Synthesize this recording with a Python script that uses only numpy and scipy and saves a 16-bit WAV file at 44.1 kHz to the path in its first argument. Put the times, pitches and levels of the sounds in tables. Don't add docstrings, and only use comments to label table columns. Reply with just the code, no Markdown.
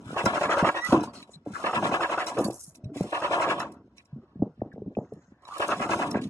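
import sys
import numpy as np
from scipy import signal
from scipy.fft import rfft, irfft
from scipy.io import wavfile

SR = 44100
rng = np.random.default_rng(int(sys.argv[2]) if len(sys.argv) > 2 else 0)


def wrap_up_sound(samples):
    columns = np.atleast_2d(samples).T
    tamed = np.clip(columns, -1, 1)
    steps = np.round(tamed * 32767).astype(np.int16)
    wavfile.write(sys.argv[1], SR, steps)


N = 277477
FFT_SIZE = 2 ** 19
OPPOSED_HZ = 12000


def amp(db):
    return 10 ** (np.asarray(db) / 20)


def rms_one(x):
    return x / np.sqrt(np.mean(x ** 2) + 1e-20)


def in_time(rows):
    s, *columns = np.transpose(rows)
    return [np.interp(np.arange(N) / SR, s, column) for column in columns]


def at_hz(points):
    hz, value = np.transpose(points)
    grid_hz = np.arange(FFT_SIZE // 2 + 1) * SR / FFT_SIZE
    return np.interp(np.log(grid_hz + 1), np.log(hz + 1), value)


def through(x, response):
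    return irfft(rfft(x, FFT_SIZE) * response)[:N]


def band(x, order, hz, kind):
    return signal.sosfilt(signal.butter(order, hz, kind, fs=SR, output="sos"), x)


def drift(rate_hz):
    r = np.exp(-2 * np.pi * rate_hz / SR)
    settle = 9000
    noise = rng.standard_normal(N + settle)
    return rms_one(signal.lfilter([1], [1, -2 * r, r * r], noise)[settle:])


def grains(per_s, spread_db):
    sizes = amp(spread_db * np.minimum(rng.exponential(1, N), 4)) * rng.standard_normal(N)
    return rms_one(sizes * (rng.random(N) < per_s / SR))


def ring(x, hz, t60):
    r, w = amp(-60 / (t60 * SR)), 2 * np.pi * hz / SR
    return signal.lfilter([0, np.sin(w)], [1, -2 * r * np.cos(w), r * r], x + 1e-18)


def width_to_t60(width_hz):
    return np.log(1000) / np.pi / width_hz


def clicks(times, db):
    out = np.zeros(N)
    index = np.round(np.asarray(times) * SR).astype(int)
    np.add.at(out, np.clip(index, 0, N - 1), amp(db))
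    return out


def swells(times, db, rise, fall):
    t = np.arange(round(0.2 * SR)) / SR
    shape = np.where(t < rise, np.sin(np.pi / 2 * t / rise) ** 2, np.exp(-(t - rise) / fall))
    return signal.fftconvolve(clicks(np.asarray(times) - rise, db), shape)[:N]


def cockpit(x):
    # (frequency [Hz], level [dB])
    scatter = [(450, -61.5), (800, -23.5), (1300, 3.5), (2500, 0), (6000, -0.5), (11000, -7), (12500, -31)]
    t = np.arange(round(0.12 * SR)) / SR
    echoes = rng.standard_normal((2, len(t))) * np.exp(-t / 0.0036)
    first, second = (signal.fftconvolve(x, e / np.linalg.norm(e))[:N] for e in echoes)
    sway = 2.5 * drift(4)
    return through(np.cos(sway) * first + np.sin(sway) * second, amp(at_hz(scatter)))


def two_ports(gear):
    # (frequency [Hz], phase [rad])
    port_lead = [(1200, -0.06), (2330, 2), (2840, 3), (3620, 3.5), (4650, 3.5), (5250, 0.5), (6290, -7.5),
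                 (8610, -4.5), (9820, -8.5), (11300, -8)]
    # (frequency [Hz], share of the phase step [0 to 1])
    bass_alike = [(600, 0), (1200, 1)]
    lead = at_hz(port_lead + [(OPPOSED_HZ, -3 * np.pi)])
    turn = np.exp(0.5j * lead * at_hz(bass_alike))
    return np.array([through(gear, turn) + cockpit(gear), through(gear, 1 / turn) + cockpit(gear)])


def water():
    # (frequency [Hz], relative level [dB per Hz])
    water_colour = [(35, -36.5), (60, 3), (107, -3.5), (259, -14), (1250, -29), (1780, -31.5),
                    (2330, -36.5), (2540, -37), (5170, -40.5), (12000, -66), (15600, -101.5), (22000, -120)]
    noise = rms_one(through(rng.standard_normal(N), amp(at_hz(water_colour))))
    return amp(-64.5 + 1.9 * drift(23)) * noise


def sail():
    # (time [s], level [dB])
    sail_level = [(0.0, -47.5), (0.46, -45.5), (0.56, -47.5), (0.73, -84), (0.98, -36), (1.31, -63.5),
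                  (1.49, -62), (1.86, -31), (2.01, -49), (2.17, -51), (2.35, -54), (2.61, -73.5),
                  (2.79, -54.5), (3.06, -61.5), (3.54, -37.5), (3.82, -56.5), (4.13, -72.5), (4.45, -66.5),
                  (4.55, -71.5), (4.84, -49), (5.32, -75), (5.55, -77), (5.66, -48), (5.78, -44.5),
                  (6.03, -37.5), (6.13, -32.5), (6.19, -33), (6.29, -43.5)]
    # (frequency [Hz], relative level [dB per Hz])
    rumble_colour = [(18, -53), (30, -39.5), (69, -8), (257, 8.5), (352, 0), (423, -4), (668, -23.5),
                     (900, -29), (1170, -68), (1980, -120)]
    rumble_db, = in_time(sail_level)
    rumble = rms_one(through(grains(1000, 0.36), amp(at_hz(rumble_colour))))
    return amp(rumble_db + 3.4 * drift(23)) * rumble


def thuds():
    # (time [s], push level [dB], pitch [Hz], t60 [s], snap reference level [dB])
    deck_knocks = [(0.061, -27, 105, 0.053, -64), (0.103, -30, 157, 0.066, -33),
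                   (0.127, -26, 237, 0.03, -29.5), (0.239, -16.5, 138, 0.044, -21.5),
                   (0.259, -9, 306, 0.012, -16), (0.453, -22, 131, 0.021, -50), (0.625, -1, 189, 0.03, -33),
                   (0.887, -16.5, 184, 0.039, -41), (0.924, -8, 277, 0.089, -13.5),
                   (0.937, -7.5, 327, 0.1, -18), (0.942, -20, 322, 0.05, -27), (0.947, -33, 320, .03, -15),
                   (0.965, -17, 338, 0.14, -28), (0.977, -21, 308, 0.14, -40),
                   (1.011, -20, 318, 0.092, -41), (1.034, -30, 328, 0.033, -27),
                   (1.074, -32, 235, 0.07, -51), (1.291, -44, 327, 0.032, -39.5),
                   (1.359, -36.5, 155, 0.085, -78), (1.461, -49, 300, 0.022, -28),
                   (1.468, -27, 289, 0.11, -30), (1.5, -30, 203, 0.16, -41), (1.53, -26.5, 130, 0.029, -58),
                   (1.858, -16, 226, 0.036, -26), (2.349, -33, 298, 0.12, -50), (2.367, -28, 460, 0.1, -24),
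                   (2.374, -22, 570, .05, -26), (2.398, -25, 495, 0.045, -19),
                   (2.381, -15.5, 348, 0.096, -14.5), (2.392, -33, 402, 0.046, -15),
                   (2.406, -19, 290, 0.095, -21), (2.447, -16.5, 209, 0.11, -37),
                   (2.46, -23, 316, 0.088, -26), (2.481, -18, 312, 0.043, -20.5),
                   (2.498, -27.5, 327, 0.09, -23), (2.675, -38, 147, 0.077, -69),
                   (2.792, -51, 219, .05, -53), (2.835, -22.5, 115, 0.042, -75),
                   (2.853, -21.5, 100.5, 0.054, -66), (2.87, -28, 130, 0.087, -62),
                   (2.915, -34, 295, 0.17, -54), (2.957, -22.5, 237.4, 0.027, -30.5),
                   (2.965, -28.5, 285, 0.13, -31), (3.006, -6.5, 186, 0.039, -19),
                   (3.039, -27, 208, 0.041, -29), (3.876, -50, 200, 0.13, -53.5),
                   (4.126, -28, 138.3, 0.14, -87), (4.159, -32, 227.6, 0.14, -66.5),
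                   (4.182, -27.5, 198, 0.038, -59), (4.355, -29, 230, 0.041, -53),
                   (4.369, -31.5, 189, 0.072, -60.5), (4.392, -22.5, 167, 0.1, -48.5),
                   (4.42, -9.5, 276, 0.041, -19.5), (4.429, -34.5, 201, 0.052, -25.5),
                   (4.457, -44, 302, 0.042, -46), (4.491, -41.5, 151, 0.11, -59.5),
                   (4.575, -37.5, 220, 0.046, -58), (4.59, -31, 121, 0.064, -67),
                   (4.616, -15, 280, 0.012, -18), (4.619, -33, 202, 0.017, -34.5),
                   (4.647, -48, 293, 0.017, -40), (4.659, -37, 247, 0.03, -52),
                   (4.736, -28, 147, 0.032, -44), (4.759, -37, 448, 0.057, -43),
                   (4.767, -34.5, 416, 0.033, -46), (4.777, -32, 230, 0.044, -33.5),
                   (4.799, -30, 195, 0.056, -60), (4.818, -24, 399, 0.039, -64),
                   (4.86, -18, 183, 0.046, -54), (4.875, -25, 272, 0.051, -48),
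                   (4.916, -45, 266, 0.076, -49), (4.968, -23.5, 295, 0.047, -19),
                   (4.973, -13.5, 222, 0.041, -33), (4.985, -22, 132, 0.048, -20.5),
                   (5.119, -27, 297, 0.025, -45), (5.122, -23, 430, 0.029, -41),
                   (5.132, -36.5, 144, 0.096, -47), (5.278, -42.5, 185, 0.071, -62.5),
                   (5.318, -36, 266, 0.021, -53.5), (5.855, -25.5, 308, 0.065, -50),
                   (5.905, -20.5, 331, 0.09, -40), (5.953, -24.5, 330, 0.16, -35),
                   (6.144, -27, 300, 0.044, -22.5), (6.151, -13, 268, 0.021, -18),
                   (6.169, -19, 222, 0.029, -21), (6.188, -22, 234, 0.048, -39),
                   (6.216, -27.5, 266, 0.28, -58), (6.251, -21, 260, 0.047, -52),
                   (6.262, -18, 172, 0.038, -54)]
    # (frequency [Hz], relative level [dB], t60 [s])
    deck_modes = [(122, 2.5, 0.075), (206, 6, 0.07), (315, -5.5, 0.019), (395, -15.5, 0.043),
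                  (595, -11, 0.088), (790, -24.5, 0.017)]
    sag_share, sag_s = 0.097, 0.0016
    sweep_top_hz, sweep_end_hz, sweep_s = 1097, 255, 0.0027
    sweep_rise_s, sweep_fall_s = 0.0033, 0.0016
    out = np.zeros(N)
    mode_luck_db = rng.normal(0, 3, (len(deck_knocks), len(deck_modes)))
    s, push_db, _, _, snap_db = np.transpose(deck_knocks)
    t = np.arange(round(0.25 * SR)) / SR

    sag = sag_share * sag_s * (1 - np.exp(-t / sag_s))
    for at, db, hz, t60, _ in deck_knocks:
        build = 1 - np.exp(-(t * hz / 0.36) ** 2)
        push = amp(db - 60 * t / t60) * np.sin(2 * np.pi * hz * (t + sag)) * build
        i = round(at * SR)
        out[i:i + len(t)] += push[:N - i]
    for k, (hz, db, t60) in enumerate(deck_modes):
        out += ring(clicks(s + 0.0027, push_db - 17.5 + db + mode_luck_db[:, k]), hz, t60)
    rattle = rms_one(band(rng.standard_normal(N), 2, [110, 450], "band"))
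    out += swells(s + 0.048, push_db - 26.5, rise=0.015, fall=0.015) * rattle
    out = band(out, 3, 560, "low")

    snap = rms_one(band(rng.standard_normal(N), 2, [420, 800], "band"))
    out += swells(s + 0.018, snap_db - 30.5, rise=0.0084, fall=0.03) * snap
    sweep_hz = sweep_end_hz + (sweep_top_hz - sweep_end_hz) * np.exp(-t / sweep_s)
    sweep = np.sin(2 * np.pi * np.cumsum(sweep_hz) / SR)
    sweep *= np.where(t < sweep_rise_s, (t / sweep_rise_s) ** 2,
                      np.exp(-(t - sweep_rise_s) / sweep_fall_s))
    out += signal.fftconvolve(clicks(s, snap_db + 3.5), sweep)[:N]
    return band(out, 6, 1250, "low")


def ticks():
    # (time [s], reference level [dB], ring over that level [dB])
    tick_events = [(0.257, -24, -8.5), (0.5844, -33, -31), (0.851, -25.5, -19), (0.928, -35, -9),
                   (1.007, -42.5, -8), (1.038, -35.5, -18), (1.2258, -54, -1), (1.7988, -41, -36),
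                   (1.8377, -51.5, -17), (1.9594, -40.5, -29), (2.0233, -46, -27), (2.267, -28, -13),
                   (2.388, -29, -13), (2.447, -25, -30), (2.509, -31, -27.5), (2.749, -50, -11.5),
                   (2.758, -40, -27), (2.842, -70.5, 6), (2.971, -37.5, -36), (3.012, -36, -38),
                   (3.036, -43, -24), (3.5344, -54, -28), (3.6007, -27.5, -12.5), (3.724, -43.5, -32),
                   (3.98, -58.5, 1), (4.054, -56.5, -13), (4.733, -63.5, -18), (5.138, -53, -29.5),
                   (5.4506, -56.5, -1.5), (5.483, -50, -22), (5.585, -25.5, -40), (5.683, -26.5, -38),
                   (6.113, -26, -18.5), (6.235, -52, -3)]
    # (frequency [Hz], relative level [dB], t60 [s])
    pawl_modes = [(2500, 10.5, 0.0084), (3940, 1.5, 0.066), (5100, -3, 0.053), (5590, 4.5, 0.015),
                  (7040, -7, 0.05), (8100, -7, 0.055), (10100, -29, 0.025), (12370, -32, .03)]
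    s, db, ring_db = np.transpose(tick_events)
    mode_luck_db = rng.normal(0, 4, (len(s), len(pawl_modes)))
    rings = np.zeros(N)
    for k, (hz, mode_db, t60) in enumerate(pawl_modes):
        rings += ring(clicks(s + 0.0016, db + ring_db + mode_db + mode_luck_db[:, k]), hz, t60)
    crack = band(grains(7500, 1.5), 2, [4000, 13000], "band")
    envelope = swells(s + 0.00059, db - 9.0, rise=0.0085, fall=0.0014)
    envelope += swells(s + 0.015, db - 21.0, rise=0.008, fall=0.0083)
    return band(rings, 2, [2200, 11000], "band") + envelope * crack


def pings():
    # (time [s], level before softening [dB], pitch [Hz], t60 [s])
    ping_events = [(0.263, -16, 960, 0.04), (0.266, -20.5, 1356, 0.091), (0.908, -25, 1020, 0.065),
                   (0.944, -18.5, 1015, 0.074), (1.035, -26, 915, 0.048), (1.074, -36, 1068, 0.079),
                   (1.555, -27.5, 1710, 0.024), (1.564, -28.5, 1140, 0.044), (1.598, -34.5, 660, 0.068),
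                   (2.282, -31.5, 1010, 0.044), (2.319, -26, 970, 0.047), (2.372, -30, 2300, 0.016),
                   (2.379, -34.5, 1706, 0.048), (3.603, -24, 1688, 0.023), (4.607, -53, 1850, .015),
                   (4.951, -42.5, 2550, 0.013), (5.048, -55, 2000, .012), (5.073, -61.5, 1800, 0.022),
                   (5.454, -42, 1075, 0.027), (5.488, -32, 930, .025), (6.157, -26.5, 1620, 0.02)]
    out = sum(ring(clicks([s], db), hz, t60) for s, db, hz, t60 in ping_events)
    return signal.fftconvolve(out, np.hanning(12) / 5.5)[:N]


def squeak(rows):
    hz, db = in_time(rows)
    start, end = rows[0][0], rows[-1][0]
    fade = np.interp(np.arange(N) / SR, [start - 0.025, start + 0.0045, end, end + 0.0049], [0, 1, 1, 0])
    phase = 2 * np.pi * np.cumsum(hz * (1 + 0.00091 * drift(80))) / SR
    tone = np.sin(phase) + amp(-20) * np.sin(2 * phase) + amp(-23) * np.sin(3 * phase)
    return fade * amp(db + 2.5 * drift(50)) * tone


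def sheave():
    # (time [s], mean pitch [Hz], mean level of the fundamental [dB])
    squeak_glides = [
        [(0.772, 1870, -31.5), (0.809, 1913, -35.5), (0.85, 1960, -31), (0.868, 1995, -34)],
        [(0.868, 5090, -52), (0.885, 4850, -62), (0.9, 4780, -62)],
        [(1.06, 4850, -61), (1.08, 4730, -70), (1.1, 4620, -56), (1.112, 4460, -68)],
    ]
    return sum(map(squeak, squeak_glides))


def rasps():
    # (first fade time [s], second fade time [s], not always in order, centre [Hz],
    #         width of each of two resonators [Hz], relative level [dB])
    rasp_bands = [(0.031, 0.17, 1350, 450, -54.5), (0.8, 0.943, 1250, 320, -43.5),
                  (1.136, 1.22, 4250, 450, -55.5), (1.33, 1.367, 4030, 247, -59),
                  (1.295, 1.368, 7700, 2490, -62.5), (4.71, 4.735, 1773, 403, -65),
                  (4.742, 4.76, 1900, 500, -75), (6.2, 4, 2200, 500, -72), (2.5, 3.925, 640, 89, -58.5),
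                  (3.975, 4.015, 2450, 400, -61), (1.524, 1.6, 1490, 440, -47),
                  (1.563, 1.643, 1130, 300, -44.5), (2.9, 2.42, 5270, 200, -50),
                  (2.43, 2.477, 4600, 440, -50), (4.83, 5.4, 6600, 1515, -81.5),
                  (4.6, 6.8, 1760, 470, -78.5), (3.1, 3.7, 3020, 680, -60), (5.415, 5.46, 1070, 200, -62.5),
                  (5.45, 5.55, 1036, 190, -49), (5.49, 5.61, 1160, 230, -44.5)]
    out, slips, t = np.zeros(N), grains(8000, 1.8), np.arange(N) / SR
    for first, second, hz, width, db in rasp_bands:
        t60, span = width_to_t60(width), second - first
        fade = np.interp(t, [first, first + 0.3 * span, second - 0.2 * span, second], [0, 1, 1, 0]) ** 2
        out += amp(db) * fade * rms_one(ring(ring(slips, hz, t60), hz, t60))
    return out * amp(2.0 * drift(30))


def swish():
    # (time [s], relative level [dB])
    swish_level = [(2.36, -74), (2.418, -41), (2.436, -49), (2.446, -40), (2.48, -50), (2.52, -63.5),
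                   (2.532, -45), (2.565, -44.5), (2.587, -52), (2.612, -43), (2.66, -49), (2.7, -53),
                   (2.74, -71), (2.75, -53), (2.76, -56)]
    # (frequency [Hz], relative level [dB per Hz])
    swish_colour = [(3500, -27), (4800, -9.5), (6000, -1), (8500, 1), (11500, 2.5), (12800, -13.5),
                    (16000, -58)]
    start, end = swish_level[0][0], swish_level[-1][0]
    fade = np.interp(np.arange(N) / SR, [start - 0.01, start, end, end + 0.014], [0, 1, 1, 0])
    hiss = rms_one(through(grains(3600, 3.1), amp(at_hz(swish_colour))))
    return fade * amp(in_time(swish_level)[0] - 3.5 + 2.0 * drift(35)) * hiss


def line_levels():
    # (take-up [s], full load [s], hiss ends [s], rubbing ends [s], hiss rise [s],
    #         take-up rubbing [dB], full rubbing [dB], hiss [dB])
    hauls = [(0.0, 0.164, 0.96, 0.65, 0.095, -53, -35, -53.5),
             (1.452, 1.638, 2.35, 2.32, 0.11, -52, -37.5, -54),
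             (2.934, 3.162, 3.53, 3.62, 0.016, -48.5, -32.5, -57),
             (5.421, 5.573, 6.07, 6.05, 0.15, -56.5, -39.5, -50.5)]
    # (time [s], rubbing [dB], hiss [dB], hiss hold [s])
    jerks = [(0.862, -41.5, -43, 0.072), (0.923, -17.5, -47.5, 0.018), (1.032, -47, -46.5, 0.0069),
             (1.136, -42.5, -56.5, 0.086), (1.275, -58.5, -76, 0.085), (2.275, -43, -41, 0.019),
             (2.372, -27, -52.5, 0.046), (3.967, -61.5, -70, 0.038), (6.146, -48, -79.5, .01),
             (6.215, -66, -53.5, 0.029), (6.082, -35.5, -60, 0.011)]
    slack_rub_db, slack_hiss_db, first_hiss_db = -70.0, -101.5, -74
    load_s, jerk_rise_s = 0.04, 0.025
    rub_fall, hiss_fall = 200.5, 352
    jerk_rub_fall, jerk_hiss_fall = 161, 502
    t = np.arange(N) / SR
    rub, hiss = np.full(N, slack_rub_db), np.full(N, slack_hiss_db)
    for start, full, hiss_end, rub_end, rise, first_db, rub_db, hiss_db in hauls:
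        haul_rub = np.interp(t, [start, full - load_s, full, rub_end, rub_end + 1],
                             [first_db, first_db, rub_db, rub_db, rub_db - rub_fall], left=-200)
        haul_hiss = np.interp(t, [start, start + rise, hiss_end, hiss_end + 1],
                              [first_hiss_db, hiss_db, hiss_db, hiss_db - hiss_fall], left=-200)
        rub, hiss = np.maximum(rub, haul_rub), np.maximum(hiss, haul_hiss)
    for s, rub_db, hiss_db, hold in jerks:
        jerk_rub = np.interp(t, [s - jerk_rise_s, s, s + 1],
                             [slack_rub_db, rub_db, rub_db - jerk_rub_fall])
        jerk_hiss = np.interp(t, [s - jerk_rise_s / 2, s, s + hold, s + hold + 1],
                              [slack_hiss_db, hiss_db, hiss_db, hiss_db - jerk_hiss_fall])
        rub, hiss = np.maximum(rub, jerk_rub), np.maximum(hiss, jerk_hiss)
    return rub, hiss


def rope_hiss(hiss_db):
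    # (frequency [Hz], relative level [dB per Hz])
    hiss_colour = [(1060, -57.5), (1800, -33.5), (1900, -18.5), (2410, -14.5), (3670, -18.5), (5010, -20),
                   (8910, -21.5), (11600, -27.5), (16000, -44.5)]
    hiss = rms_one(through(grains(10000, 2.5), amp(at_hz(hiss_colour))))
    return amp(hiss_db + 3.0 * drift(22)) * hiss


def drum(force):
    # (frequency [Hz], width [Hz], relative level [dB])
    drum_modes = [(313.8, 37, -5.5), (580.5, 50, 0.5), (686.3, 43, 4), (725, 84, 3.5), (927, 62, 2),
                  (975.4, 32, 2.5), (1028, 74, 1.5), (1101.3, 46, 1), (1233, 130, -1.5), (1386, 50, -8),
                  (1450, 77, -9.5), (1651, 33, -11.5), (1745, 59, -9), (1890, 940, -5.5), (2652, 63, -11.5),
                  (2743, 93, -16), (3200, 220, -28), (820, 550, -5)]
    out = np.zeros(N)
    for k, (hz, width, db) in enumerate(drum_modes):
        out += (-1) ** k * amp(db) * ring(force, hz, width_to_t60(width)) * np.sqrt(width / SR)
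    return out


def winch(rub_db):
    # (time [s], knock reference level [dB], grind reference level [dB],
    #                 pawl snap delay [s], snap level [dB])
    teeth = [(0.164, -15, -25.5, 0.048, -11), (0.258, -8.5, -26, 0.0088, -8), (0.33, -13, -25, 0.027, -25),
             (0.412, -10.5, -24.5, 0.019, -3), (0.494, -13, -22, 0.036, -15.5),
             (0.57, -10, -23.5, 0.011, -10.5), (0.645, -8.5, -22.5, 0.045, 7),
             (0.745, -19.5, -28, 0.018, -10), (1.562, -43, -50.5, 0.013, -18), (1.641, -13, -25, 0.017, -8),
             (1.731, -13, -23, 0.028, -6.5), (1.825, -12.5, -23.5, 0.033, -15),
             (1.916, -13, -23.5, 0.028, 3), (2.005, -13.5, -24, 0.038, -11), (2.095, -15, -25.5, 0.024, -9),
             (2.178, -13, -26.5, 0.035, -15.5), (2.269, -43.5, -55, 0.013, -21.5),
             (3.124, -13.5, -28, 0.034, -12), (3.22, -15.5, -26.5, 0.028, -10.5),
             (3.309, -14, -23.5, 0.031, -12), (3.398, -11.5, -24.5, 0.031, -10),
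             (3.48, -14, -23.0, 0.035, -4), (3.58, -23, -34, 0.026, -12), (5.6, -12.5, -25.5, 0.028, -11.5),
             (5.689, -12.5, -25.5, 0.031, 1.5), (5.797, -12.5, -26.5, 0.036, -9),
             (5.892, -13.5, -24.5, 0.041, -2), (5.992, -13.5, -25, 0.022, -14),
             (6.144, -18, -39, 0.037, -15)]
    crest_share, travel_cap_s = 0.35, 0.078
    treble_db, treble_follows, usual_grind_db = -40, 0.95, -23.5
    s, knock_db, grind_db, snap_s, snap_db = np.transpose(teeth)
    travel = np.minimum(np.diff(s, append=s[-1] + 1), travel_cap_s)
    crest = s + crest_share * travel

    knock = swells(s + 0.0012, knock_db - 12, rise=0.008, fall=0.006) * grains(20000, 0.24)
    knock += clicks(s, knock_db + 3)
    dull = signal.lfilter(*signal.butter(2, 900, fs=SR), knock) + amp(3.0) * knock

    grind = swells(crest, grind_db + 2.0, rise=0.024, fall=0.01)
    grind += swells(crest + 0.016, grind_db - 2.5, rise=0.011, fall=0.008)
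    grind += swells(crest + 0.021, grind_db - 9.5, rise=0.0024, fall=0.0021)
    snap = clicks(s + snap_s, snap_db)
    hard = snap + grind * grains(20000, 1.8)
    bright = hard + amp(-3.5) * signal.lfilter(*signal.butter(2, 1200, "high", fs=SR), hard)

    drag = amp(rub_db) + swells(crest + 0.035, grind_db - 13.5, rise=0.024, fall=0.058)
    rub = drag * amp(2.6 * drift(9.5)) * grains(3000, 0.9)
    soft_rub = signal.lfilter(*signal.butter(2, 1300, fs=SR), rub)

    hollow_note = ring(clicks(s + 0.004, knock_db - 12), hz=635, t60=0.062)
    body = drum(dull + bright + soft_rub) + hollow_note

    # (frequency [Hz], relative level [dB per Hz])
    grit_colour = [(1470, -39.5), (2500, 1), (2720, -4.5), (3230, -6), (4200, -13.5), (9150, -19.5),
                   (11300, -33), (12400, -35), (15000, -37.5), (16000, -44)]
    grit = rms_one(through(grains(9000, 1.7), amp(at_hz(grit_colour))))
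    tooth_treble_db = treble_db + treble_follows * (grind_db - usual_grind_db)
    rattle = amp(rub_db - 24)
    return body + (swells(crest, tooth_treble_db, rise=0.035, fall=0.021) + rattle) * grit


def scene():
    rub_db, hiss_db = line_levels()
    tick = ticks()
    edge = amp(-14.5) * band(tick, 4, OPPOSED_HZ, "high")
    gear = water() + tick + pings() + sheave() + rasps() + swish() + rope_hiss(hiss_db) + winch(rub_db)
    return two_ports(gear) + edge + thuds() + sail()


def record(dry):
    thin = band(dry, 2, 80, "high")
    return signal.sosfilt(signal.cheby2(12, 70, 16400, fs=SR, output="sos"), thin)


dry = scene()
out = record(dry)
wrap_up_sound(out)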